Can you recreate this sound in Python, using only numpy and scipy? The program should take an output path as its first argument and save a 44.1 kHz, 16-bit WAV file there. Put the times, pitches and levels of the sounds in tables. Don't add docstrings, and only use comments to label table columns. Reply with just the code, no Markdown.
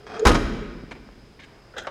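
import sys
import numpy as np
from scipy import signal
from scipy.fft import rfft, irfft
from scipy.io import wavfile

SR = 44100
rng = np.random.default_rng(int(sys.argv[2]) if len(sys.argv) > 2 else 0)


def unload_audio(sound):
    columns = np.transpose(np.atleast_2d(sound))
    steps = np.round(np.clip(columns, -1, 1) * 32767)
    wavfile.write(sys.argv[1], SR, steps.astype(np.int16))


def boost_factor(decibels):
    exponent = np.asarray(decibels, float) / 20
    return 10 ** exponent


N = 83790


def rms_one(x):
    return x / np.sqrt(np.mean(x ** 2) + 1e-20)


def at_hz(points, hz):
    table_hz, values = np.transpose(points)
    return np.interp(np.log(hz), np.log(table_hz), values)


def colour(x, spectrum):
    hz = np.maximum(np.fft.rfftfreq(len(x), 1 / SR), 5)
    return rms_one(irfft(rfft(x) * boost_factor(at_hz(spectrum, hz)), len(x)))


def dull(x, cut_hz):
    return signal.sosfilt(signal.butter(4, min(cut_hz, .45 * SR), fs=SR, output="sos"), x)


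def resonate(x, hz, width_hz):
    r = np.exp(-np.pi * width_hz / SR)
    poles = [1, -2 * r * np.cos(2 * np.pi * hz / SR), r * r]
    return signal.lfilter([(1 - r * r) / 2, 0, (r * r - 1) / 2], poles, x + 1e-18)


def ring(clicks, hz, t60):
    r = boost_factor(-60 / (t60 * SR))
    w = 2 * np.pi * hz / SR
    return signal.lfilter([0, np.sin(w)], [1, -2 * r * np.cos(w), r * r], clicks + 1e-18)


def drift(rate_hz):
    r = np.exp(-2 * np.pi * rate_hz / SR)
    wander = signal.lfilter([1], [1, -2 * r, r * r], rng.standard_normal(N + SR))
    return rms_one(wander[SR:])


def grains(per_s, spread_db):
    sizes = boost_factor(spread_db * np.minimum(rng.exponential(1, N), 4)) * rng.choice([-1, 1], N)
    return rms_one(sizes * (rng.random(N) < per_s / SR))


def stroke(s, length, dying, fade_s):
    u = np.maximum(np.arange(N) / SR - s, 0)
    attack = np.minimum(u / 0.00033, 1)
    return attack * np.exp(-dying * np.minimum(u / length, 1) - np.maximum(u - length, 0) / fade_s)


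def body(x, peaks, widen, broad_db):
    bed = signal.sosfilt(signal.butter(2, peaks[0][0] * .7, "high", fs=SR, output="sos"), x)
    out = boost_factor(broad_db) * signal.lfilter([.3], [1, -.7], bed)
    for k, (hz, width_hz, db) in enumerate(peaks):
        out = out + (-1) ** k * boost_factor(db) * resonate(x, hz, width_hz * widen)
    return out


def contacts(rows, peaks, per_s, widen, broad_db):
    clicks = grains(per_s, spread_db=1.5)
    scale = np.std(body(clicks, peaks, widen, broad_db))
    force = np.zeros(N)
    for s, length, db, dying, cut_hz in rows:
        force += boost_factor(db) * dull(clicks * stroke(s, length, dying, fade_s=0.0042), cut_hz)
    return body(force, peaks, widen, broad_db) / scale


# f/Hz, level/dB
AIR_HISS = [(12, -53), (20, -1.5), (129, -3.5), (225, -9.5), (404, -7.5), (565, -14), (3960, -27),
            (4950, -29.5), (15500, -49)]


def outdoors():
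    insect_hz, width_hz = 5000, 410
    song = resonate(rng.standard_normal(N), insect_hz, width_hz)
    song = rms_one(resonate(song, insect_hz, width_hz))
    hiss = colour(rng.standard_normal(N), AIR_HISS)
    return boost_factor(-51) * hiss + boost_factor(-66 + 0.5 * drift(8.2)) * song


# f/Hz, t60/s
BARN_DECAY = [(30, 0.7), (120, 1.76), (250, 1.7), (600, 1.17), (2000, 1.37), (5000, 1.09), (10000, .5),
              (15000, 1)]
# f/Hz, level/dB
BARN_LEVEL = [(30, -1.5), (150, 1.5), (240, -1), (400, -1.5), (700, -13), (1100, -11), (1800, -7.5),
              (4000, -10), (15000, -12.5)]


def barn(x):
    t = np.arange(N) / SR
    first_echo_s = 0.0046
    edges = 20 * 2 ** np.arange(0, 9.8, .5)
    white = rng.standard_normal((2, N))
    echo = np.zeros(N)
    for k, (low, high) in enumerate(zip(edges, edges[1:])):
        hz = np.sqrt(low * high)
        t60 = at_hz(BARN_DECAY, hz)
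        band = signal.sosfilt(signal.butter(2, [low, high], "band", fs=SR, output="sos"), white[k % 2])
        even_energy = np.sqrt(2 * np.log(1000) / t60 / SR)
        echo += band * boost_factor(at_hz(BARN_LEVEL, hz) - 60 * t / t60) * even_energy
    return signal.fftconvolve(x, echo * np.clip(t / first_echo_s - 1, 0, 1))[:N]


# t/s, length/s, level/dB, dying over the length, dull above f/Hz
LATCH_TOUCH = [(.1942, 0.0085, -35, 1.9, 9100)]
# f/Hz, width/Hz, level/dB
LATCH_METAL = [(2450, 100, -8), (3520, 630, 9.5), (5250, 74, 12.5), (6600, 150, 15), (8600, 330, -18),
               (10400, 130, -33)]


def latch_tick():
    return contacts(LATCH_TOUCH, LATCH_METAL, 6000, widen=2.2, broad_db=-12)


# t/s, length/s, level/dB, dying over the length, dull above f/Hz
HAND_SCUFFS = [
    (.9095, 0.018, -37.5, 0.32, 8300),
    (.9175, 0.00086, -35, 1.3, 9100),
    (.936, .002, -59, 1.3, 11000),
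    (.95, 0.021, -48.5, 0.36, 3000),
    (1.088, 0.0033, -36.5, 1.2, 1500),
    (1.45, 0.56, -57.5, 0.074, 1840),
]
# f/Hz, width/Hz, level/dB
TRIM_PANEL = [(536, 170, 3), (1070, 200, 6.5), (1580, 140, 4.5), (2200, 290, 4), (2880, 320, -1),
              (3660, 210, -3), (6200, 280, -25)]


def hand():
    knock = np.zeros(N)
    knock[int(.8362 * SR)] = -boost_factor(-24)
    scuffs = contacts(HAND_SCUFFS, TRIM_PANEL, 12000, widen=2.5, broad_db=-9)
    return ring(knock, 270, t60=.014) + scuffs


# f/Hz, width/Hz, level/dB
KEY_SCRAPES = [(1.391, 0.0065, -40.5, 0.54, 3200), (1.398, 0.013, -45.5, 0.45, 6560),
               (1.417, .018, -48.5, 0.1, 5500), (1.435, 0.013, -52.5, -0.53, 8000),
               (1.48, 0.014, -52, 0.88, 2000)]
KEYWAY = [(1130, 23, -13), (1680, 55, 5.5), (2200, 49, 4), (3000, 79, 2.5), (3670, 110, -7),
          (4900, 41, -10), (6100, 25, -13)]
BARREL_TURN = [(1.738, 0.035, -42.5, -.3, 2040), (1.765, 0.018, -35.5, -0.15, 4300),
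               (1.781, 0.012, -31, 0.4, 6430), (1.795, 0.031, -40, 0.59, 6000),
               (1.815, 0.038, -45.5, -0.15, 2500), (1.846, 0.016, -38.5, 0.54, 2000)]
BARREL = [(560, 60, 0), (1000, 80, -3), (1500, 40, 2), (2120, 60, -3), (3240, 60, -4), (4194, 60, -5),
          (6500, 200, -9)]
PIN_SNAPS = [(1.7815, 0.0037, -40.5, 3.1, 10000), (1.8688, .003, -45.5, 2.2, 11000)]
PIN_METAL = [(6000, 300, 0), (7000, 300, 2), (8300, 370, -1), (10000, 300, -10)]
LOCK_RELEASE = [
    (1.8691, 0.0089, -22.5, 1.05, 5000),
    (1.881, 0.017, -36.5, 1.3, 3550),
]
LOCK_CASE = [(546, 54, 9.5), (860, 120, 9), (1130, 78, 11.5), (1600, 115, 4), (2170, 43, 2.5),
             (2980, 81, 1.5), (3780, 110, -9.5)]
BLADE_TICKS = [(1.7785, 0.011, -49.5, 3.7, 16000), (1.8345, 0.008, -58, 3.1, 16000)]
KEY_BLADE = [(8000, 310, 10), (10470, 60, 27), (11800, 250, 17), (13400, 150, 16), (14500, 500, 15)]


def key_and_lock():
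    return (contacts(KEY_SCRAPES, KEYWAY, 9000, widen=3.5, broad_db=-4.5)
            + contacts(BARREL_TURN, BARREL, 9000, widen=5, broad_db=-3)
            + contacts(PIN_SNAPS, PIN_METAL, 24000, widen=1.2, broad_db=-25)
            + contacts(LOCK_RELEASE, LOCK_CASE, 6000, widen=2.2, broad_db=-6)
            + contacts(BLADE_TICKS, KEY_BLADE, 12000, widen=1.4, broad_db=-24.5))


# t/s, bar hum level/dB, rubbing level/dB
HINGE_TRAVEL = [(0, -50.5, -53), (.064, -48.5, -60), (0.068, -53, -38), (.08, -52, -42), (.12, -44.5, -39),
                (.16, -42, -39), (0.188, -29, -38.5), (0.211, -24.5, -41.5), (0.24, -21.5, -44),
                (0.263, -22, -45)]
# f/Hz, width/Hz, level/dB
HINGE_RUB = [(232, 60, 5), (694, 97, 10.5), (1220, 58, 7), (1580, 135, 5), (2500, 43, -2), (3235, 24, 2.5),
             (5000, 230, -15), (6870, 200, -18)]


def hinges():
    t = np.arange(N) / SR
    s, hum_db, rub_db = np.transpose(HINGE_TRAVEL)
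    bar_hz, rise_hz_per_s, beat_hz, beat_depth = 445.5, 311, 31, 0.76
    since_null = t - .215
    hz = (bar_hz + rise_hz_per_s * np.clip(since_null, -.07, .1)) * (1 + .015 * drift(25))
    phase = 2 * np.pi * np.cumsum(hz) / SR
    beat = beat_depth * np.sin(np.pi * beat_hz * since_null)
    hum = np.sin(phase) * beat + np.cos(phase) * (1 - beat_depth)
    hum = rms_one(hum * boost_factor(3 * drift(86)))
    rub = body(grains(6000, spread_db=2.5), HINGE_RUB, widen=2.23, broad_db=-7)
    rub = rms_one(dull(rub, 6700)) * boost_factor(2 * drift(35))
    hum_level = boost_factor(np.interp(t, s, hum_db, right=-120))
    rub_level = boost_factor(np.interp(t, s, rub_db, right=-120))
    return hum * hum_level + rub * rub_level


# t/s, f/Hz, peak level/dB, t60/s
AIR_PUSH = (.2605, 56, -1, .11)
# t/s, f/Hz, peak level/dB, t60/s
BODY_THUMPS = [(.29, 35, -16.5, 0.92), (.3015, 80.7, -11.5, 0.096), (.3, 118, -20, 0.56),
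               (0.44, 62, -24, 0.36), (0.35, 47, -31.5, 2.18), (.288, 482, -7, 0.081),
               (.3, 312, -17.5, 0.32), (.3, 270, -23, 0.17), (.41, 400, -27.5, 0.17),
               (.258, 1090, -6.5, 0.057)]


def thumps():
    out = np.zeros(N)
    for s, hz, db, t60 in [AIR_PUSH, *BODY_THUMPS]:
        u = np.maximum(np.arange(N) / SR - s, 0)
        soft_start = 1 - np.exp(-u / .003)
        out -= boost_factor(db - 60 * u / t60) * np.sin(2 * np.pi * hz * u) * soft_start
    return out


# t/s, chatter length/s, level/dB, dull above f/Hz
LID_BLOWS = [(0.2522, 0.02, -17, 15000), (.255, 0.0073, -14, 7900), (.2625, 0.0089, -11, 3000),
             (.269, 0.011, -10, 15300), (.281, 0.012, -17, 12000), (.292, 0.0082, -16, 10500),
             (.306, 0.0058, -15.5, 2500), (0.316, 0.0086, -23.5, 14100), (.33, 0.0056, -22.5, 4000),
             (0.3457, 0.0035, -21, 10900), (.351, 0.0091, -17.5, 7000), (.364, 0.0053, -26, 6000)]
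# f/Hz, level per Hz/dB
CRASH_COLOUR = [(88, -35), (150, -9), (561, -8), (766, -11), (1240, -10.5), (1700, -13.5), (1940, -17),
                (10100, -35), (15500, -50)]
# f/Hz, width/Hz, level/dB
STEEL_RINGING = [(3200, 46, 1), (3780, 170, -6.5), (5000, 370, -10), (5500, 13, -21), (6600, 66, -6.5),
                 (10500, 29, -12), (12400, 46, -29)]
# f/Hz, level/dB, t60/s
LID_MODES = [(244, -20.5, 0.82), (337, -22.5, 0.3), (470, 0.5, 0.042), (685, -13, 0.31), (787, -30, 0.95),
             (936, -16.5, 0.34), (1091, -13.5, 0.3), (1247, -20.5, 1), (1310, -36, 0.89),
             (1682, -19.5, 0.41), (2090, -43, 0.52), (2310, -16, 0.13), (2444, -34, 0.47),
             (2656, -23, 0.25)]


def slam(blows):
    clicks = grains(22000, spread_db=1.5)
    crash = colour(clicks, CRASH_COLOUR)
    out, force = np.zeros(N), np.zeros(N)
    for s, length, db, cut_hz in blows:
        chatter = boost_factor(db) * stroke(s, length, 0.58, fade_s=.006)
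        out += dull(crash * chatter, cut_hz)
        force += dull(clicks * chatter, cut_hz)
    for hz, width_hz, db in STEEL_RINGING:
        out += boost_factor(db - 1) * resonate(force, hz, 3 * width_hz)
    luck_db = rng.normal(0, 3, (len(blows), len(LID_MODES)))
    for k, (hz, mode_db, t60) in enumerate(LID_MODES):
        taps = np.zeros(N)
        for (s, _, db, _), chance_db in zip(blows, luck_db[:, k]):
            taps[int(s * SR)] = boost_factor(mode_db + db + 1 + chance_db)
        out += ring(taps, hz, t60 * 0.32)
    return out


def scene():
    left, right = slam(LID_BLOWS[::2]), slam(LID_BLOWS[1::2])
    small = latch_tick() + hand() + key_and_lock()
    hinge, low = hinges(), thumps()
    echo = barn(left + boost_factor(-14) * low + boost_factor(-40) * hinge)
    echo = echo + barn(right + boost_factor(-1) * small)
    return (left + right + low + small + hinge + echo + outdoors())[None]


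def roll_off(x):
    return signal.sosfilt(signal.butter(12, 16250, fs=SR, output="sos"), x)


def record(dry):
    ceiling = .95
    rounded = ceiling * np.tanh(dry / ceiling)
    mix = signal.sosfilt(signal.cheby2(10, 60, 17200, fs=SR, output="sos"), rounded)
    return roll_off(mix)


dry = scene()
out = record(dry)
unload_audio(out)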